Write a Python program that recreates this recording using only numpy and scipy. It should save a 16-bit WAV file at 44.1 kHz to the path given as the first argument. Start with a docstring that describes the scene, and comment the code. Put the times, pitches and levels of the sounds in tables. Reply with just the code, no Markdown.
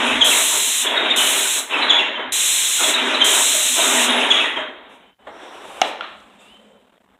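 """Airless spray gun and air-driven pump

An airless spray gun is swept along slats in a bare workshop in four trigger pulls: bright shaped noise.
The pump answers with exhaust, noise through pipe resonances, and falling valve chirps that ring in the room.
Then the pump rests: two knocks (damped ring plus crack), faint whistles (wavering sines) and shuffling.
Low air flutter runs underneath, and the microphone's gate chatters on faint sound."""
import sys
import numpy as np
from scipy import signal
from scipy.fft import rfft, irfft, next_fast_len
from scipy.io import wavfile
from scipy.ndimage import uniform_filter1d, minimum_filter1d

SR = 44100
rng = np.random.default_rng(int(sys.argv[2]) if len(sys.argv) > 2 else 0)


def undo_db(level):
    """Turn decibels back into plain size, where 20 dB means ten times bigger."""
    steps = np.asarray(level, float) / 20
    return 10 ** steps


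def wav_out(sig):
    """Save sig, one row per channel (or a flat mono array), as 16-bit PCM at SR to the path in sys.argv[1]."""
    wavfile.write(sys.argv[1], SR, np.round(np.clip(np.atleast_2d(sig).T, -1, 1) * 32767).astype(np.int16))


N = 317078


def rms_one(x):
    """Scale to rms 1."""
    return x / np.sqrt(np.mean(x ** 2) + 1e-20)


def in_time(rows):
    """Table columns interpolated over the scene; the first column is time."""
    s, *columns = np.transpose(rows)
    return [np.interp(np.arange(N) / SR, s, c) for c in columns]


def drift(rate_hz):
    """Slow random drift: 2 * rate_hz normal points per second, joined by lines."""
    points = rng.standard_normal(900)
    return np.interp(np.arange(N) / SR * rate_hz * 2, np.arange(len(points)), points)


def slopes(at_s, top_db, rise_db_per_s, fall_db_per_s):
    """Level in dB that climbs to a top and falls away in straight lines."""
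    late = np.arange(N) / SR - at_s
    return top_db + np.minimum(rise_db_per_s * late, -fall_db_per_s * late)


def coloured(white, spectrum):
    """Frequencies and spectrum of a noise after colouring."""
    hz = np.arange(len(white) // 2 + 1) * SR / len(white) + 1e-3   # offset avoids log(0)
    points = np.array(spectrum)
    gain_db = np.interp(np.log(hz), np.log(points[:, 0]), points[:, 1])
    return hz, rfft(white) * undo_db(gain_db)


def band_noise(hz, width_hz):
    """Noise of rms 1 in one band."""
    band = signal.butter(2, [hz - width_hz / 2, hz + width_hz / 2], "band", fs=SR, output="sos")
    return rms_one(signal.sosfilt(band, rng.standard_normal(N)))


def rush(spectrum, band_hz, patchy_db, edge_db=0, hiss_db=0, top_db=0, drone_db=0, peaks=()):
    """Turbulent air: coloured noise, rms 1 within band_hz before each half octave flickers on its own."""
    size = next_fast_len(N)
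    hz, shape = coloured(rng.standard_normal(size), spectrum)
    for centre_hz, width_hz, db in peaks:
        shape *= undo_db(db / (1 + (2 * (hz - centre_hz) / width_hz) ** 2))
    in_band = (hz > band_hz[0]) & (hz < band_hz[1])
    shape /= np.sqrt(2 * np.sum(np.abs(shape[in_band]) ** 2)) / size
    edges = np.r_[0, 280 * 2 ** np.arange(0, 6, .5), SR]
    out, together = np.zeros(N), drift(3.2)
    for low, high in zip(edges, edges[1:]):
        if low > 4000:
            extra_db = hiss_db + top_db * (low > 8000)
        elif low > 2000:
            extra_db = edge_db
        else:
            extra_db = drone_db * (low == 0)
        gain = undo_db(extra_db + patchy_db * (0.26 * together + drift(14)))
        out += gain * irfft(shape * ((hz >= low) & (hz < high)), size)[:N]
    return out


ROOM_T60_S, TREBLE_T60_S = 0.57, 0.53


def room(x, wet_db, gap_s=0.0015):
    """Dense reflections: noise that dies away, the treble sooner."""
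    t = np.arange(SR) / SR
    white = rng.standard_normal(SR)
    lows = signal.sosfilt(signal.butter(2, 4500, fs=SR, output="sos"), white)
    tail = lows * undo_db(-60 * t / ROOM_T60_S) + (white - lows) * undo_db(-60 * t / TREBLE_T60_S)
    tail *= np.clip(t / gap_s - 1, 0, 1)   # nothing returns before the first wall
    tail /= np.sqrt(np.sum(tail ** 2))
    return x + undo_db(wet_db) * signal.fftconvolve(x, tail)[:N]


# room noise and shuffling: t/s, level/dB, rustle above 4.48 kHz/dB
SHUFFLING = [(4.7, -37, -12.5), (5.1, -55.5, -1), (5.125, -67, -2), (5.18, -67, -8), (5.195, -56, 0),
             (5.266, -49, 0), (5.272, -33, -7), (5.312, -40, -4), (5.45, -38, 3), (5.8, -38, 10.5),
             (5.88, -35, 15.5), (5.97, -38, -10), (6.17, -51, 10), (6.38, -52, 8.5), (6.41, -49.5, 15),
             (6.61, -54.5, 9.5), (6.78, -57, 5), (6.8, -58, 8), (7.19, -58, 4)]
# its spectrum: f/Hz, relative density/dB
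SHUFFLING_SPECTRUM = [(29, -47.5), (50, -8), (83, -38.5), (119, -30), (184, -2.5), (252, -0.5), (408, -0.5),
                      (532, 0.5), (973, -0.5), (2160, -9), (3670, -9), (4560, -27), (5530, -38.5),
                      (7760, -26.5), (16000, -51)]
# its resonances: f/Hz, width/Hz, gain/dB
SHUFFLING_PEAKS = [(5440, 350, 3), (760, 280, 2)]
# puffs of air at the microphone: t/s, level/dB
GUSTS = [(0.14, -42), (0.5, -52.5), (1.84, -62), (2.32, -58), (2.92, -67), (3.24, -59), (3.95, -61),
         (4.36, -55.5), (4.58, -60), (5.279, -63), (5.69, -61), (5.81, -63), (6.14, -71), (6.51, -70)]
GUST_RISE_DB_PER_S, GUST_FALL_DB_PER_S, STILL_AIR_DB = 223, 120.5, -75
QUIET_DRONE_DB, DRONE_STAYS = 1.5, 0.78   # the low drone sinks less than the shuffling
QUIET_EDGE_DB, EDGE_FOLLOWS = -2.5, 0.54   # 2.24-4.48 kHz follows the rustle
UNEVEN_DB, UNEVEN_PER_S = 1.2, 55


def quiet():
    """Room noise and shuffling once the pump rests, over a low flutter of moving air."""
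    level_db, rustle_db = in_time(SHUFFLING)
    heard = np.clip((np.arange(N) / SR - SHUFFLING[0][0]) / 0.23, 0, 1)
    low_band = signal.butter(2, [45, 100], "band", fs=SR, output="sos")
    low = signal.sosfilt(low_band, rng.standard_normal(N))
    gusts = undo_db(STILL_AIR_DB)
    for s, db in GUSTS:
        gusts = gusts + undo_db(slopes(s, db, GUST_RISE_DB_PER_S, GUST_FALL_DB_PER_S))
    flutter = gusts * undo_db(2.1 * drift(30)) * rms_one(low)
    edge_db = QUIET_EDGE_DB + EDGE_FOLLOWS * rustle_db
    drone_db = QUIET_DRONE_DB + DRONE_STAYS * (level_db[-1] - level_db + 7.5)
    air = rush(SHUFFLING_SPECTRUM, (200, 4200), 1.2, edge_db, rustle_db,
               drone_db=drone_db, peaks=SHUFFLING_PEAKS)
    return heard * undo_db(level_db + UNEVEN_DB * drift(UNEVEN_PER_S)) * air + flutter


# faint whistles: start t/s, end t/s, from f/Hz, to f/Hz, level/dB
WHISTLES = [(5.0, 5.125, 3080, 3060, -60), (5.19, 5.262, 3030, 2982, -68), (6.389, 6.415, 3660, 3520, -56),
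            (6.396, 6.632, 2704, 3090, -53.5), (6.601, 6.788, 3050, 3090, -63),
            (6.405, 6.52, 4680, 5380, -67)]
# soft murmurs and airy bands: start t/s, end t/s, f/Hz, width/Hz, level/dB
MURMURS = [(4.885, 4.98, 8000, 5000, -65.5), (5.3, 5.7, 5650, 590, -60), (5.62, 5.82, 8100, 4800, -55.5),
           (6.55, 6.82, 530, 150, -56), (5.8, 6.8, 225, 52, -60)]
HOLD_S, GLIDE_S = 0.06, 0.085   # first pitch held, then the glide; a short whistle ends before it


def whistle():
    """Thin wavering sines that hold a pitch, then glide; murmurs and airy bands of noise, narrow or wide."""
    t, out = np.arange(N) / SR, np.zeros(N)
    for start, end, from_hz, to_hz, db in WHISTLES:
        part = np.clip((t - start) / (end - start), 0, 1)
        glide = np.sin(np.pi / 2 * np.clip((t - start - HOLD_S) / GLIDE_S, 0, 1)) ** 2
        hz = (from_hz + (to_hz - from_hz) * glide) * (1 + 0.0055 * drift(25))
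        level = undo_db(db + 2.5 * drift(30)) * np.sqrt(np.abs(np.sin(np.pi * part)))
        out += np.sqrt(2) * level * np.sin(2 * np.pi * np.cumsum(hz) / SR)
    for start, end, hz, width_hz, db in MURMURS:
        part = np.clip((t - start) / (end - start), 0, 1)
        out += undo_db(db) * band_noise(hz, width_hz) * np.sqrt(np.abs(np.sin(np.pi * part)))
    return room(out, wet_db=-3)


# knocks: t/s, level/dB, ring f/Hz, ring T60/s, crack/dB re ring, room answer/dB re ring
KNOCKS = [(5.816, -0.5, 760, 0.029, -1, -21), (6.0086, -15, 1397, 0.025, -4.5, -15.5)]
# crack spectrum: f/Hz, relative density/dB
CRACK_SPECTRUM = [(120, -50), (200, -15), (303, -13.5), (435, -24.5), (581, -7), (1110, -18), (3290, -13.5),
                  (4010, -18.5), (4550, -33), (5360, -30), (15000, -60)]
# dry ticks: t/s, level before the band filter/dB
TICKS = [(4.4444, -33), (4.7153, -48), (4.8947, -48), (5.816, 10.5), (6.0077, -38), (6.1654, -48),
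         (6.2038, -27)]
TICK_T60_S, CRACK_T60_S, CRACK_RISE_S, ANSWER_RISE_S = 0.003, 0.022, 0.000098, 0.023
REBOUND_S, REBOUND_SHARE = 0.00193, 0.2   # each blow lands twice
SOFT_DULL = 0.8   # dB lost above 4.5 kHz per dB that a blow is softer
BODY_WIDTH_HZ, BODY_DB, BODY_UNDER_RING = 520, -1, 0.88


def knocks():
    """A blow is a short hollow ring and a crack of noise, answered by the room; ticks are bright snaps."""
    out = np.zeros(N)
    t = np.arange(SR) / SR
    for s, peak_db, ring_hz, t60, crack_db, answer_db in KNOCKS:
        hz, shape = coloured(rng.standard_normal(len(t)), CRACK_SPECTRUM)
        noise = rms_one(irfft(shape * undo_db(SOFT_DULL * peak_db * (hz > 4500))))
        ring = np.sin(2 * np.pi * ring_hz * t) * undo_db(-60 * t / t60)
        crack = undo_db(crack_db - 60 * t / CRACK_T60_S) * (1 - np.exp(-t / CRACK_RISE_S))
        answer = undo_db(answer_db - 60 * t / ROOM_T60_S) * np.clip(t / ANSWER_RISE_S, 0, 1)
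        body = undo_db(BODY_DB) * band_noise(BODY_UNDER_RING * ring_hz, BODY_WIDTH_HZ)[:len(t)]
        blow = ring + crack * noise + answer * (noise + body)
        # a small body radiates little far below its ring
        radiated = signal.butter(2, 0.46 * ring_hz, "high", fs=SR, output="sos")
        blow = signal.sosfilt(radiated, blow)
        lag = round(REBOUND_S * SR)
        blow[lag:] -= REBOUND_SHARE * blow[:-lag].copy()
        at = round(s * SR)
        out[at:at + len(t)] += undo_db(peak_db) * blow
    ticks = np.zeros(N)
    ticks[[round(s * SR) for s, db in TICKS]] = undo_db(np.array(TICKS)[:, 1])
    snap = rng.standard_normal(400) * undo_db(-60 * t[:400] / TICK_T60_S)
    ticks = signal.fftconvolve(ticks, snap / np.sqrt(np.sum(snap ** 2)))[:N]
    tick_band = signal.butter(2, [4400, 8500], "band", fs=SR, output="sos")
    return out + signal.sosfilt(tick_band, ticks)


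# valve chirps: t/s (30 % into the note), dry level/dB, mid-fall f/Hz
CHIRPS = [(0.0844, -24.5, 2645), (0.2155, -4, 3340), (0.3122, -16.5, 2680), (0.813, -19.5, 3624),
          (0.866, -15, 3437), (0.968, -14.5, 3815), (1.105, -11, 3630), (1.1807, -13.5, 3056),
          (1.207, -16, 3115), (1.7399, -14, 2635), (1.823, -17.5, 3880), (1.9014, -5, 3376),
          (1.99, -14.5, 2764), (2.156, -22.5, 3110), (2.835, -14.5, 3490), (2.9419, -13, 3820),
          (3.143, -18, 3900), (3.214, -7, 3293), (3.318, -18, 3140), (3.806, -18, 3683),
          (4.3081, -4.5, 3323), (4.403, -15.5, 2655), (4.5634, -22, 3200)]
# low puffs of the piston turning round: same columns
PUFFS = [(0.327, -19, 2195), (0.511, -25, 1040), (1.449, -27.5, 1540), (2.017, -24, 2020),
         (2.18, -29.5, 973), (2.791, -23.5, 1397), (3.547, -25.5, 626), (3.786, -21, 647),
         (4.444, -22, 1986), (4.588, -28.5, 629)]
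# seal squeaks: same columns
SQUEAKS = [(0.0697, -33.5, 9640), (4.102, -28, 9800), (4.1644, -31.5, 10140), (4.242, -35.5, 8840)]
# FALL: share of the pitch lost by a note of 0 dB
CHIRP_FALL, CHIRP_S = 0.19, 0.027
PUFF_FALL, PUFF_S = 0.75, 0.034
SQUEAK_FALL, SQUEAK_S = 0.1, 0.016
FALL_LOSS_PER_DB = 0.028   # weaker notes fall less


def valve():
    """Each switch of the air valve whistles briefly downward, unsteady; the octave grows with strength."""
    out = np.zeros(N)
    slow = signal.butter(2, 250, fs=SR, output="sos")
    wobble = signal.sosfilt(slow, rng.standard_normal((2, N)))
    wobble /= wobble.std()
    kinds = [(CHIRPS, CHIRP_FALL, CHIRP_S), (PUFFS, PUFF_FALL, PUFF_S), (SQUEAKS, SQUEAK_FALL, SQUEAK_S)]
    for rows, full_fall, length_s in kinds:
        part = np.linspace(0, 1, int(length_s * SR))
        for s, peak_db, mid_hz in rows:
            at = round((s - .3 * length_s) * SR)
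            here = slice(at, at + len(part))
            fall = full_fall * max(1 + FALL_LOSS_PER_DB * peak_db, .1)
            hz = mid_hz * (1 + fall * (.5 - part) + .2 * fall * wobble[0, here])
            phase = 2 * np.pi * np.cumsum(hz) / SR
            tone = np.sin(phase) + undo_db(peak_db - 17.5) * np.sin(2 * phase)
            out[here] += undo_db(peak_db + 1.1 * wobble[1, here]) * np.sin(np.pi * part ** 1.17) * tone
    return room(out, wet_db=0.5)


# pump runs: start t/s, loudest t/s, stall t/s, rush level/dB, hiss above 4.48 kHz/dB
# the last starts past its stall time: short and faint
RUNS = [(-0.3, 0.06, 0.36, -21.5, 9), (0.818, 1.01, 1.38, -22, -1.5), (1.689, 1.808, 2.01, -21.5, -1.5),
        (2.78, 3.06, 3.385, -21.5, 7), (3.753, 4.164, 4.429, -20.5, 7), (4.873, 4.916, 4.544, -38.5, 7)]
# exhaust spectrum: f/Hz, relative density/dB
EXHAUST_SPECTRUM = [(35, -66), (60, -35), (108, -57), (180, -15), (268, 1), (354, -1.5), (389, 0),
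                    (469, -1.5), (666, 0), (1380, 0.5), (3760, 2), (4530, -32.5), (6580, -23.5),
                    (10000, -30.5), (16000, -61)]
# exhaust pipe resonances: f/Hz, width/Hz, gain/dB
PIPE = [(247.8, 12, 0), (396, 8.2, 7), (632, 35, 7), (945, 80, 4.5)]
# dull last breath of air after a stall: t/s, level/dB
GASPS = [(0.53, -31), (1.57, -35), (2.19, -30), (3.55, -36.5), (4.57, -29.5)]
# swells of the pipe's lowest resonance: t/s, level/dB, slope either side/(dB/s)
DRONES = [(0.1, -24, 70), (0.95, -42, 68.5), (1.25, -42, 56.5), (2.2, -44, 86.5), (3.11, -32, 70),
          (4.1, -27.5, 48)]
START_S, START_UNDER_DB = 0.036, 5.5   # the rush jumps in a little under its loudest
RUN_SAG_DB_PER_S, STALL_DB_PER_S, STALL_HISS_DB_PER_S = 11.5, 52, 74.5
GASP_RISE_S, GASP_DB_PER_S, GASP_DULL_DB = 0.014, 92.5, -12   # rise: last 20 dB
DRONE_DB, EDGE_DB_PER_S = -1.5, 1   # under 280 Hz; 2.24-4.48 kHz grows through a run
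DRONE_HZ, DRONE_WIDTH_HZ = 252.6, 22
CUT_S, CUT_DB, CUT_ABOVE_DB = 0.024, 2, -11   # air cut briefly before a strong valve switch


def exhaust():
    """Drive air escaping from the pump's motor via a short pipe; runs swell, sag, stall and gasp."""
    t = np.arange(N) / SR
    level, edge_db, hiss_db = np.zeros((3, N))
    for start, loudest, stall, rush_db, run_hiss_db in RUNS:
        stalled = np.maximum(t - stall, 0)
        running = np.minimum(t, stall) - start
        on = t >= start
        db = slopes(loudest, rush_db, START_UNDER_DB / (loudest - start), RUN_SAG_DB_PER_S)
        db -= STALL_DB_PER_S * stalled
        level += undo_db(db) * np.clip((t - start) / START_S, 0, 1)
        edge_db[on] = EDGE_DB_PER_S * running[on]
        hiss_db[on] = (run_hiss_db - STALL_HISS_DB_PER_S * stalled)[on]
    gasp = sum(undo_db(slopes(s, db, 20 / GASP_RISE_S, GASP_DB_PER_S)) for s, db in GASPS)
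    edge_db += GASP_DULL_DB * gasp / (gasp + level)
    for s, db, hz in CHIRPS:
        if db > CUT_ABOVE_DB:
            level *= undo_db(-CUT_DB * np.clip(1 - np.abs(t - s + CUT_S) / CUT_S, 0, 1))
    swells = sum(undo_db(slopes(s, db, slope, slope)) for s, db, slope in DRONES)
    drone = swells * band_noise(DRONE_HZ, DRONE_WIDTH_HZ)
    air = rush(EXHAUST_SPECTRUM, (200, 2000), 1.97, edge_db, hiss_db, drone_db=DRONE_DB, peaks=PIPE)
    return (level + gasp) * air + drone


# trigger pulls: pull t/s, release t/s, jet level before swell and sag/dB,
# splash on the slats 2.24-4.48 kHz/dB, first top above 8.96 kHz/dB
PASSES = [(0.243, 0.825, -19, 0.5, 3), (1.16, 1.593, -21, 1.5, 3.5), (2.32, 2.911, -18.5, 0.24, 1),
          (3.242, 4.052, -17.5, 0.5, 0.9)]
# jet spectrum: f/Hz, relative density/dB
JET_SPECTRUM = [(88, -69), (150, -24.5), (259, -20), (494, -16), (612, -16.5), (805, -14.5), (1020, -11.5),
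                (1420, -11), (3620, 3), (4000, 4.5), (4490, -16.5), (6390, 0), (7620, 4), (15100, -17.5),
                (16000, -11.5)]
# the needle opens, the fan fills, pressure sags
OPEN_S, SWELL_S, SWELL_DB, JET_SAG_DB_PER_S = 0.003, 0.099, 2.5, 3.5
CLOSE_S, CLOSE_DB = 0.056, 19.5   # the jet dribbles out as the needle closes
TOP_LOSS_DB_PER_S = 3.5   # brightest at full pressure


def spray():
    """Paint tearing out of the tip: bright smooth hiss, sharp start, the room carries the end."""
    t = np.arange(N) / SR
    level, splash_db, top_db = np.zeros((3, N))
    for pull, release, jet_db, slat_db, first_top_db in PASSES:
        since = t - pull
        on = since >= 0
        db = jet_db - SWELL_DB * np.clip(1 - since / SWELL_S, 0, 1) - JET_SAG_DB_PER_S * since
        db -= CLOSE_DB * np.clip((t - release) / CLOSE_S, 0, 1)
        level += undo_db(db) * np.clip(since / OPEN_S, 0, 1) * (t < release + CLOSE_S)
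        splash_db[on] = slat_db
        top_db[on] = first_top_db - TOP_LOSS_DB_PER_S * since[on]
    jet = rush(JET_SPECTRUM, (5500, 15500), 0.46, edge_db=splash_db, top_db=top_db)
    return room(level * jet, wet_db=-10.5)


def scene():
    """One microphone, both channels alike."""
    mono = quiet() + whistle() + knocks() + valve() + exhaust() + spray()
    return np.array([mono, mono])


def low_pass(x):
    """Removes everything above the highest recorded frequency."""
    return signal.sosfilt(signal.butter(12, 16670, fs=SR, output="sos"), x)


DIP_HZ, DIP_SHARE = (4300, 5104), 0.63
GATE_DB, GATE_DEPTH_DB = -57, 15
SELF_NOISE_DB, TOP_HZ = -76.5, 16250
CEILING = .97


def record(dry):
    """A dip between 4.3 and 5.1 kHz and a cut top; a gate ducks faint sound, a limiter holds peaks."""
    dip = signal.butter(1, DIP_HZ, "band", fs=SR, output="sos")
    mic = dry[0] - DIP_SHARE * signal.sosfilt(dip, dry[0])
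    level_db = 10 * np.log10(uniform_filter1d(mic ** 2, size=150) + 1e-12)
    duck_db = -np.clip(6 * (GATE_DB - level_db), 0, GATE_DEPTH_DB)   # 6 dB per dB below the gate
    mic = mic * undo_db(uniform_filter1d(duck_db, size=80))
    mic = mic + undo_db(SELF_NOISE_DB) * rng.standard_normal(N)
    mic = signal.sosfilt(signal.cheby2(14, 70, TOP_HZ, fs=SR, output="sos"), mic)
    limit_gain = minimum_filter1d(CEILING / np.maximum(np.abs(mic), CEILING), size=201)
    mic = mic * uniform_filter1d(limit_gain, size=201)
    return low_pass(np.array([mic, mic]))


dry = scene()
out = record(dry)
wav_out(out)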